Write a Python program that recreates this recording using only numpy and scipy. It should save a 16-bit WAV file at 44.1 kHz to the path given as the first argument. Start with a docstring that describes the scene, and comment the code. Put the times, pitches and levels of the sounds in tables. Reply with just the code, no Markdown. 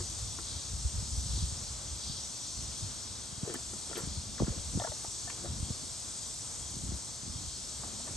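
"""Trees full of insects hiss beside a quiet road: countless wing scrapes merge into a swelling chorus,
with thin trills and, now and then, a nearer rasp. A plastic oil jug is tipped back: its walls ring
when knocked, snap as they flex and rub under the fingers, with a short echo from an engine bay.
The hand holding the two-port microphone makes soft bumps and rumble.
In the background a far bird whistles briefly and distant traffic hums."""
import sys
import numpy as np
from scipy import signal
from scipy.fft import rfft, irfft
from scipy.io import wavfile

SR = 44100
rng = np.random.default_rng(int(sys.argv[2]) if len(sys.argv) > 2 else 0)


def generate_wav(signal):
    """Clip the signal to [-1, 1] and save it as 16-bit WAV at the path in sys.argv[1]."""
    frames = np.transpose(np.atleast_2d(signal))
    scaled = np.clip(frames, -1, 1) * 32767
    pcm = np.round(scaled).astype(np.int16)
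    wavfile.write(sys.argv[1], SR, pcm)


N = 359856
TIME = np.arange(N) / SR
FREQS = np.fft.rfftfreq(N, 1 / SR)

# Spectrum of the wing scrapes: (frequency [Hz], relative density [dB])
INSECT_SPECTRUM = [(2750,-16), (3150,-11.5), (3270,-8), (3830,-8), (4450,-5), (4950,-5), (5400,-2.5),
                   (6170,-0.5), (7150,-3.5), (7800,-0.5), (8610,-3.5), (9320,-9), (10200,-13.5),
                   (11500,-13.5), (11950,-43)]
# Insect hiss in the two channels: (frequency [Hz], coherence [0-1], left lead [rad], left minus right [dB]);
# above about 10 kHz the two channels are set almost alike and in opposite phase near 10.2 kHz, so the hiss
# thins in the middle there
INSECT_STEREO = [(2700, .68, .3, .5), (3300, .63, 1.04, 0), (3800, .59, .69, 1.9), (4400, .76, .35, 2.5),
                 (5000, .62, .75, 3), (6200, .8, .49, 2.3), (6850, .7, .12, 3.5), (7200, .78, .62, 3.6),
                 (7700, .91, .82, 1.6), (8600, .98, 0, .2), (9300, .85, -1.5, .3), (10200, 1, -3.14, 0),
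                 (11000, .7, -4.47, 0), (11450, .98, -6.2, 0)]


def insect_chorus(level_db=-42.0, flutter_db=0.5, flutter_hz=70, stray_db=0.6, stray_hz=0.61):
    """Incoherent summation: countless scrapes merge into hiss, in three groups that share one swell."""
    # Swell of the whole chorus: (time [s], level [dB])
    swell_points = [(0.1, 3), (0.6, -0.5), (1.05, -0.5), (1.38, 3), (1.75, 0.6), (2.62, 1.7), (3.35, -2.5),
                    (3.65, 1.5), (3.97, 2.5), (4.45, -0.5), (4.85, 2), (5.25, 2.5), (5.5, -0.5), (6.0, 2),
                    (6.42, 2.2), (7.22, -1.5), (7.5, 0.5), (8.16, 1.5)]
    # Insect groups: (centre [Hz], relative level [dB], share of the swell [ratio], drift [dB/s])
    groups = [(4450, 0.35, 0.39, -0.13), (5900, 0.5, 0.66, -0.29), (7400, -0.7, 0.82, 0.04)]
    swell_db = np.interp(TIME, *np.transpose(swell_points))
    centres = [row[0] for row in groups]
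    hiss = rfft(unit_rms(band_pass(diffuse_field(INSECT_SPECTRUM, INSECT_STEREO), 2560, 10720, order=8)))
    out = np.zeros((2, N))
    for weights, (_, db, follow, drift) in zip(np.eye(len(groups)), groups):
        group = irfft(hiss * np.interp(FREQS, centres, weights), N)
        chance_db = stray_db * wander(stray_hz) + flutter_db * wander(flutter_hz)
        out += group * amp(level_db + db + follow * swell_db + drift * TIME + chance_db)
    return patchy(out)


def insect_trills(fade_db=3.5, fade_hz=4):
    """Narrow-band modulation: single insects each hold one wavering pitch, and come and go."""
    # Trills: (pitch [Hz], level [dB], half-bandwidth [Hz])
    voices = [(3270, -69.5, 58), (3480, -74.5, 36), (3675, -70, 30), (3895, -70, 31), (4260, -65.5, 85),
              (4540, -66, 31), (6770, -67, 60)]
    out = np.zeros((2, N))
    for hz, db, width_hz in voices:
        tone = narrow_noise(2 * np.pi * hz * TIME, width_hz)
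        out += ports(amp(db + fade_db * wander(fade_hz)) * tone, left_db=1.9, lead_ms=0.025)
    return out


def insect_rasps(grain_db=1.5, grain_hz=90):
    """Stridulation: nearer insects make short grainy scrapes, each within its own wing resonance."""
    # Rasps: (midpoint [s], duration [s], level [dB], lower edge [Hz], upper edge [Hz])
    calls = [(0.533, 0.38, -47.5, 3300, 4750), (0.868, 0.5, -55, 5670, 6000),
             (1.363, 0.39, -47.5, 3170, 4860), (2.103, 0.3, -46, 3260, 5000), (2.234, .16, -51, 5100, 5800),
             (2.42, 0.55, -53, 5550, 6100), (2.747, 0.26, -57, 4150, 4450),
             (4.143, 0.22, -49.5, 4120, 4560), (5.245, 0.33, -53, 4260, 4540),
             (7.55, 0.58, -55, 4200, 4480)]
    scrape = diffuse_field(INSECT_SPECTRUM, INSECT_STEREO) * amp(grain_db * wander(grain_hz))
    return sum(amp(db) * stroke(s, length) * unit_rms(band_pass(scrape, lo, hi, order=10))
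               for s, length, db, lo, hi in calls)


def jug_knocks(wall_db=1, shell_db=-7, rise_s=0.0018, upper_db=-9, upper_ratio=1.306,
               chatter_db=-17, chatter_s=0.0078, sag=0.067, sag_s=0.0052):
    """Damped modes: the struck spot sets the wall's pitch, which sags as it relaxes; the shell rings."""
    # Knocks: (time [s], level [dB], wall pitch [Hz], shell share [dB], 60 dB decay [cycles])
    impacts = [(0.003, -36.5, 356, -12, 29), (0.388, -38.5, 325, -13, 20), (3.476, -23.5, 394, -28, 9.6),
               (3.495, -35, 370, -16, 16), (3.501, -30, 363, -26, 13), (3.516, -37, 430, -22, 17),
               (3.543, -25, 308, -22, 6.9), (3.557, -34, 250, -24, 13), (3.734, -31.5, 367, -21, 9.5),
               (3.929, -33.5, 1330, -19, 35), (3.969, -30, 330, -15, 15), (3.978, -24.5, 403, -18, 6.8),
               (3.987, -38, 1360, -16, 45), (4.07, -42, 293, -21, 19), (4.402, -21, 560, -32, 10),
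               (4.469, -36.5, 325, -8, 19), (4.479, -46, 395, -20, 16), (4.524, -42, 510, -23, 50),
               (4.774, -28, 310, -27, 13), (4.799, -23.5, 700, -20, 17), (4.818, -23.5, 587, -18.5, 15),
               (4.838, -32, 1300, -13, 30), (4.846, -23.5, 640, -18, 22), (4.871, -35, 1400, -19, 40),
               (4.876, -37.5, 477, -9, 22), (4.918, -32.5, 596, -21, 27), (5.044, -44.5, 910, -15, 69),
               (5.275, -38.5, 706, -8, 25), (5.3, -34.5, 2145, -13, 55), (5.439, -41, 338, -26, 36),
               (5.444, -34.5, 560, -20, 33), (5.457, -38.5, 653, -11, 19), (5.702, -36.5, 480, -22, 12),
               (7.832, -36, 1160, -24, 20), (7.837, -42, 694, -21, 19), (7.999, -45, 660, -13, 22),
               (8.076, -39.5, 604, -8, 18)]
    # Modes of the stiff parts of the plastic: (frequency [Hz], relative level [dB], 60 dB decay [s])
    shell_modes = [(930, 7.5, 0.027), (1160, 2.5, 0.015), (1350, 15, 0.0087), (1820, 8, 0.03),
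                   (3200, 0, 0.019), (3600, -5, 0.022)]
    t, out = np.arange(SR // 8) / SR, np.zeros(N)
    for s, db, hz, treble_db, cycles in impacts:
        phase = phase_of(hz * (1 + sag * np.exp(-t / sag_s)))
        wall = np.sin(phase) + amp(upper_db) * np.sin(upper_ratio * phase)
        wall *= amp(wall_db - 60 * t * hz / cycles) * (1 - np.exp(-t / rise_s))
        ring = sum(amp(mode_db - 60 * t / t60) * np.sin(2 * np.pi * f * rng.uniform(0.9, 1.06) * t)
                   for f, mode_db, t60 in shell_modes)
        chatter = amp(chatter_db) * rng.standard_normal(len(t)) * np.exp(-t / chatter_s)
        contact = (t == 0) + chatter
        shell = signal.fftconvolve(ring, contact / np.linalg.norm(contact))[:len(t)]
        add(out, s, amp(db) * (wall + amp(shell_db + treble_db) * shell))
    return out


def jug_snaps(grain_db=4, grain_hz=600):
    """Buckling: a crease gives way, and a crinkly burst of grains excites one resonance."""
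    # Snaps: (time [s], peak level [dB], centre [Hz], bandwidth [Hz], decay time [s])
    creases = [(.386, -37, 1230, 917, 0.0038), (3.539, -29, 8600, 1800, 0.004),
               (3.541, -32, 7700, 900, .004), (3.541, -39, 11200, 2000, 0.0037),
               (3.543, -37, 1510, 900, 0.0022), (3.549, -40, 1730, 450, 0.0083),
               (3.955, -33.5, 3100, 2200, 0.017), (3.973, -38, 11500, 1500, 0.013),
               (4.419, -37, 885, 700, 0.0031), (4.467, -43, 1470, 1100, .0027),
               (4.798, -33.5, 3580, 700, 0.0027), (4.847, -43, 1750, 700, .003),
               (4.917, -41, 1700, 1800, 0.0033), (5.046, -31.5, 796, 1200, 0.0019),
               (5.298, -37.5, 1530, 1200, 0.0041), (5.302, -35, 2670, 1200, .003),
               (7.833, -38.5, 950, 500, .011)]
    t, out = np.arange(SR // 10) / SR, np.zeros(N)
    grains = rng.standard_normal(N) * amp(grain_db * wander(grain_hz))
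    for s, db, hz, width_hz, decay_s in creases:
        ring = t * np.exp(-np.pi * width_hz * t) * np.sin(2 * np.pi * hz * t)
        force = grains[round(s * SR):][:len(t)] * np.exp(-t / decay_s)
        burst = signal.fftconvolve(ring, force)
        add(out, s, amp(db) * burst / abs(burst).max())
    return out


def finger_rubs(grain_db=4, grain_hz=160):
    """Stick-slip friction: skin catches and slides on the plastic, making grainy noise."""
    # Finger slides: (midpoint [s], duration [s], level [dB])
    slides = [(3.505, 0.21, -48.5), (3.91, 0.047, -48), (3.977, 0.071, -45), (4.023, 0.077, -47.5),
              (4.413, 0.05, -49.5), (4.515, 0.23, -50.5), (5.423, 0.29, -56), (7.88, 0.16, -53),
              (8.1, 0.16, -54.5)]
    # Friction spectrum: (frequency [Hz], relative density [dB])
    rub_spectrum = [(40, -14), (120, 2), (330, 14), (600, 6.5), (950, -1), (1350, 0.5), (2200, -6),
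                    (3100, -5), (5000, -36), (12000, -75)]
    slips = unit_rms(amp(grain_db * wander(grain_hz)))
    return slips * noise(rub_spectrum) * sum(amp(db) * stroke(s, length) for s, length, db in slides)


def jug_swishes(grain_db=4.0, grain_hz=250):
    """Resonance driven by friction: a narrow band of grainy rubbing noise glides in pitch."""
    # Swishes: (start [s], duration [s], level [dB], first [Hz], last [Hz], half-bandwidth [Hz])
    glides = [(3.476, 0.021, -44, 480, 535, 50), (3.528, 0.044, -50, 3080, 3200, 130),
              (3.893, 0.093, -51, 720, 398, 55), (3.976, 0.045, -55, 855, 1160, 130),
              (4.372, 0.034, -51, 1895, 1300, 500), (4.39, 0.013, -41, 1296, 1000, 120),
              (4.79, 0.01, -39, 880, 900, 120), (4.859, 0.031, -46, 760, 1210, 220)]
    out = np.zeros(N)
    for s, length, db, first_hz, last_hz, width_hz in glides:
        hz = first_hz * (last_hz / first_hz) ** np.clip((TIME - s) / length, 0, 1)
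        out += amp(db) * stroke(s + length / 2, length) * narrow_noise(phase_of(hz), width_hz)
    return out * unit_rms(amp(grain_db * wander(grain_hz)))


def engine_bay_echo(x, wet_db=-9, t60=0.058, echoes_per_s=2000, gap_s=0.003):
    """Scattering: the raised bonnet and the engine return dense reflections that soon die away."""
    t = np.arange(SR // 4) / SR
    taps = rng.standard_normal((2, len(t))) * (rng.random((2, len(t))) < echoes_per_s / SR)
    taps *= amp(-60 * t / t60) * (t > gap_s)
    return amp(wet_db) * signal.fftconvolve(x[None], taps / np.linalg.norm(taps[0]), axes=1)[:, :N]


def microphone_bumps(rest_hz=62, start_ratio=2.12, settle_s=0.0053, left_lag_rad=0.77):
    """Stiffness sets pitch: each push starts stiff and high, then sinks to the slow sway of the grip."""
    # Pushes on the microphone body: (time [s], envelope peak [dB], nominal pitch [Hz], rise time [s])
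    pushes = [(0.733, -33, 94.5, 0.0054), (0.843, -23, 52, 0.014), (0.937, -33, 90, 0.0076),
              (0.977, -33, 62, 0.0089), (1.023, -31.5, 125, 0.0058), (1.116, -32.5, 50, 0.015),
              (1.172, -25.5, 72, 0.012), (1.258, -32, 96, 0.0053), (1.287, -31, 55, 0.017),
              (1.337, -29, 58, 0.015), (1.376, -35, 174, 0.0037), (1.422, -27, 112, 0.0065),
              (1.432, -25, 72, .01), (1.521, -29.5, 80, 0.0068), (2.095, -32.5, 147, 0.0065),
              (2.826, -29.5, 79, 0.0067), (3.325, -37, 110, 0.0055), (3.376, -37, 90, .006),
              (3.43, -26.5, 163, 0.0055), (4.035, -30, 106, 0.0044), (4.072, -33.5, 150, 0.0037),
              (4.173, -29, 78, 0.0072), (4.405, -24.5, 176, 0.0057), (4.421, -21.5, 260, 0.0017),
              (4.426, -23.5, 105, .006), (4.437, -27.5, 65, 0.0072), (4.48, -24.5, 164, 0.0035),
              (4.497, -29, 62, 0.011), (4.58, -35, 86, 0.0061), (4.74, -33, 167, 0.0056),
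              (4.751, -26.5, 116, 0.0057), (4.774, -24.5, 161, 0.003), (4.893, -34, 86, 0.0078),
              (5.078, -38.5, 89.5, 0.0068), (5.246, -37, 70, 0.0064), (5.6, -31, 95, 0.0065),
              (5.626, -28, 104, 0.006), (5.702, -26.5, 140, 0.0069), (6.766, -33.5, 152, 0.0041),
              (6.835, -32.5, 110, 0.0041), (6.869, -37, 190, 0.0025), (6.889, -32.5, 150, .006),
              (6.919, -33.5, 188, 0.003), (6.926, -33, 70, 0.013), (7.231, -39, 170, .005),
              (7.276, -38, 170, 0.0037), (7.294, -34, 62, .009), (7.355, -35, 115, 0.0048),
              (7.44, -41, 140, 0.0084), (7.466, -38, 62, 0.013), (7.795, -40, 85, .009)]
    t, out = np.arange(SR // 8) / SR, np.zeros((2, N))
    for s, db, hz, rise_s in pushes:
        phase = phase_of(rest_hz + (start_ratio * hz - rest_hz) * np.exp(-t / settle_s))
        strength = amp(db) * (t / rise_s * np.exp(1 - t / rise_s)) ** 2
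        for channel, lag in zip(out, [left_lag_rad, 0]):
            add(channel, s, strength * np.sin(phase - lag))
    return out


def grip_rumble():
    """Structure-borne sound: the hand shakes the microphone, with a higher grumble on firm moves."""
    # Shifts of the grip: (midpoint [s], duration [s], rumble level [dB], grumble level [dB])
    shifts = [(.18, 1, -46.5, -63.5), (0.554, .12, -41.5, -69), (0.773, 0.27, -39, -71),
              (0.975, 0.16, -37.5, -70), (1.167, 0.42, -43, -53), (1.366, 0.33, -36, -63),
              (1.637, 0.61, -46.5, -62), (2.103, 0.17, -46, -58), (2.608, 0.16, -43.5, -55),
              (2.86, 0.13, -41.5, -53), (3.751, 0.05, -66, -51), (4.097, 0.18, -42, -53),
              (4.184, 0.059, -40, -53), (4.31, 0.31, -54, -53.5), (4.427, 0.054, -34, -31.5),
              (4.498, 0.043, -38, -42), (4.588, 0.068, -36.5, -45.5), (4.7, 0.18, -42, -68),
              (4.755, 0.065, -39, -38.5), (4.804, 0.072, -40, -67), (5.493, 0.21, -41, -49),
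              (5.59, 0.22, -42, -52), (5.694, 0.078, -55, -45), (5.836, 0.048, -47, -49.5),
              (6.767, 0.22, -48.5, -51.5), (6.898, 0.2, -42, -47), (7.354, 0.3, -47.5, -51.5),
              (7.99, 0.49, -54.5, -54)]
    # Spectrum of the deep rumble: (frequency [Hz], relative density [dB])
    rumble_spectrum = [(20, -63), (40, -8), (65, 0.5), (100, -4.5), (140, -12.5), (220, -25), (500, -75),
                       (2000, -110)]
    # Spectrum of the higher grumble: (frequency [Hz], relative density [dB])
    grumble_spectrum = [(60, -17), (135, 0), (170, -2.5), (200, 2.5), (280, -4), (400, -15), (900, -23),
                        (4000, -100)]
    _, _, deep_db, firm_db = np.transpose(shifts)
    rumble = shake(rumble_spectrum, shifts, deep_db, tremor_db=-59, waver_db=5.5, apart=0.23)
    grumble = shake(grumble_spectrum, shifts, firm_db, tremor_db=-61.0, waver_db=1.5, apart=0.36)
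    return rumble + grumble


def shake(spectrum, shifts, levels, tremor_db, waver_db, apart, waver_hz=5):
    """Power addition: grip shifts rise over a faint tremor; the ports shake a little differently."""
    power = sum((amp(db) * stroke(s, length)) ** 2 for (s, length, *_), db in zip(shifts, levels))
    tremor = amp(tremor_db + waver_db * wander(waver_hz))
    side = apart * noise(spectrum)
    common = ports(noise(spectrum), left_db=0.45, lead_ms=-0.26)
    return np.sqrt(power + tremor ** 2) * (common + np.array([side, -side]))


def far_bird(hoarse_hz=150):
    """Spectral broadening: a far bird's quick whistles are hoarse, and smeared by the trees."""
    # Whistles: (midpoint [s], duration [s], level [dB], first pitch [Hz], last pitch [Hz])
    whistles = [(2.044, 0.047, -49, 4620, 4820), (2.08, 0.1, -50, 4790, 4750),
                (2.123, 0.068, -50, 4520, 4580)]
    out = np.zeros(N)
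    for s, length, db, first_hz, last_hz in whistles:
        hz = np.interp(TIME - s, [-length / 2, length / 2], [first_hz, last_hz])
        out += amp(db) * stroke(s, length) * narrow_noise(phase_of(hz), hoarse_hz)
    return ports(out, left_db=2, lead_ms=0.017)


def far_traffic(level_db=-51, drift_db=0.78, drift_hz=5):
    """Diffuse sound: far roads merge into a dull wash whose level drifts a little."""
    # Traffic spectrum: (frequency [Hz], relative density [dB])
    road_spectrum = [(25,-32), (45,-6.5), (70,-3), (120,0), (178,-11.5), (298,-11.5), (494,-12.5),
                     (870,-12), (1250,-14.5), (1790,-19.5), (2520,-21)]
    # Traffic at the ports: (frequency [Hz], coherence [0-1], left lead [rad], left minus right [dB])
    road_ports = [(45, 0.9, -0.53, 9), (121, 0.67, 0.78, -4.5), (312, 0.91, 0.51, -1.5),
                  (500, 0.07, -0.54, -0.5), (790, 0.52, 1.85, 1.5), (1240, 0.21, 0.59, -1.2),
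                  (1800, 0, -0.88, -1.5), (2450, 0.72, 0.3, -0.5)]
    strength = amp(level_db + drift_db * wander(drift_hz))
    return strength * unit_rms(band_pass(diffuse_field(road_spectrum, road_ports), 24, 2700, order=6))


def amp(db):
    """Decibels to gain."""
    return 10 ** (np.asarray(db) / 20)


def unit_rms(x):
    """Normalisation to rms 1."""
    return x / np.sqrt(np.mean(x ** 2) + 1e-20)


def phase_of(hz):
    """Phase [rad] as the running integral of frequency."""
    return 2 * np.pi * np.cumsum(hz) / SR


def stroke(middle, length):
    """Half-cosine envelope: a smooth rise and fall around a moment."""
    return np.cos(np.pi * np.clip((TIME - middle) / length, -0.5, 0.5))


def add(mix, s, sound):
    """Mixes a sound in at time s."""
    part = mix[max(round(s * SR), 0):][:len(sound)]
    part += sound[:len(part)]


def curves(table):
    """Interpolation of a spectrum table's columns over log frequency."""
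    hz, *columns = np.transpose(table)
    return [np.interp(np.log(FREQS + 1), np.log(hz + 1), column) for column in columns]


def noise(spectrum):
    """Spectral shaping of white noise, scaled to rms 1."""
    return unit_rms(irfft(rfft(rng.standard_normal(N)) * amp(curves(spectrum)[0]), N))


def wander(rate_hz):
    """Low-pass noise: a smooth random fluctuation of rms 1."""
    return unit_rms(irfft(rfft(rng.standard_normal(N)) / (1 + (FREQS / rate_hz) ** 4), N))


def narrow_noise(phase, width_hz):
    """Random quadrature modulation spreads a tone by about width_hz to each side."""
    return wander(width_hz) * np.cos(phase) + wander(width_hz) * np.sin(phase)


def band_pass(x, lo_hz, hi_hz, order=4):
    """Zero-phase band-pass filter."""
    hz = FREQS + 1e-3
    power_loss = (1 + (lo_hz / hz) ** (2 * order)) * (1 + (hz / hi_hz) ** (2 * order))
    return irfft(rfft(x) / np.sqrt(power_loss), N)


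def patchy(x, depth_db=1.0, width_hz=90, last_s=0.05):
    """Random amplitude modulation: narrow bands swell and fade, each by itself."""
    hz, t, spectra = signal.stft(x, SR, nperseg=1024, noverlap=768)
    chance = rng.standard_normal(spectra.shape[1:])
    for axis, (grid, reach) in enumerate([(hz, width_hz), (t, last_s)]):
        blur = np.exp(-((grid - np.median(grid)) / reach) ** 2)
        chance = signal.fftconvolve(chance, np.expand_dims(blur, 1 - axis), "same", axes=axis)
    spectra = spectra * amp(depth_db * unit_rms(chance))
    return signal.istft(spectra, SR, nperseg=1024, noverlap=768)[1][:, :N]


def diffuse_field(spectrum, port_table):
    """Partial coherence: sound from all around reaches the two ports partly alike and out of step."""
    coherence, lead, balance_db = curves(port_table)
    coherence = np.clip(coherence, 0, 1)
    left, independent = rfft(rng.standard_normal((2, N)))
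    right = (coherence * left + np.sqrt(1 - coherence ** 2) * independent) * np.exp(-1j * lead)
    pair = np.array([left * amp(balance_db / 2), right * amp(-balance_db / 2)])
    return irfft(pair * amp(curves(spectrum)[0]), N)


def ports(x, left_db, lead_ms):
    """Level and time differences: positive values make the left port louder and earlier."""
    delayed = np.interp(TIME - lead_ms / 1000, TIME, x)
    return np.array([x * amp(left_db / 2), delayed * amp(-left_db / 2)])


def scene():
    """Superposition of the insects, the jug, the hand and the far background at the two ports."""
    plastic = jug_knocks() + finger_rubs() + jug_swishes()
    insects = insect_chorus() + insect_trills() + insect_rasps()
    background = far_bird() + far_traffic()
    hand = grip_rumble() + microphone_bumps()
    jug = ports(plastic, left_db=3.9, lead_ms=0.13) + jug_snaps() + engine_bay_echo(plastic)
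    return insects + jug + hand + background


def record(dry):
    """Band limiting: a steep low-pass filter removes the highest treble."""
    edge_hz = 12700
    taps = signal.firwin(511, edge_hz, window=("kaiser", 9), fs=SR)
    return signal.oaconvolve(dry, taps[None], "same")


dry = scene()
out = record(dry)
generate_wav(out)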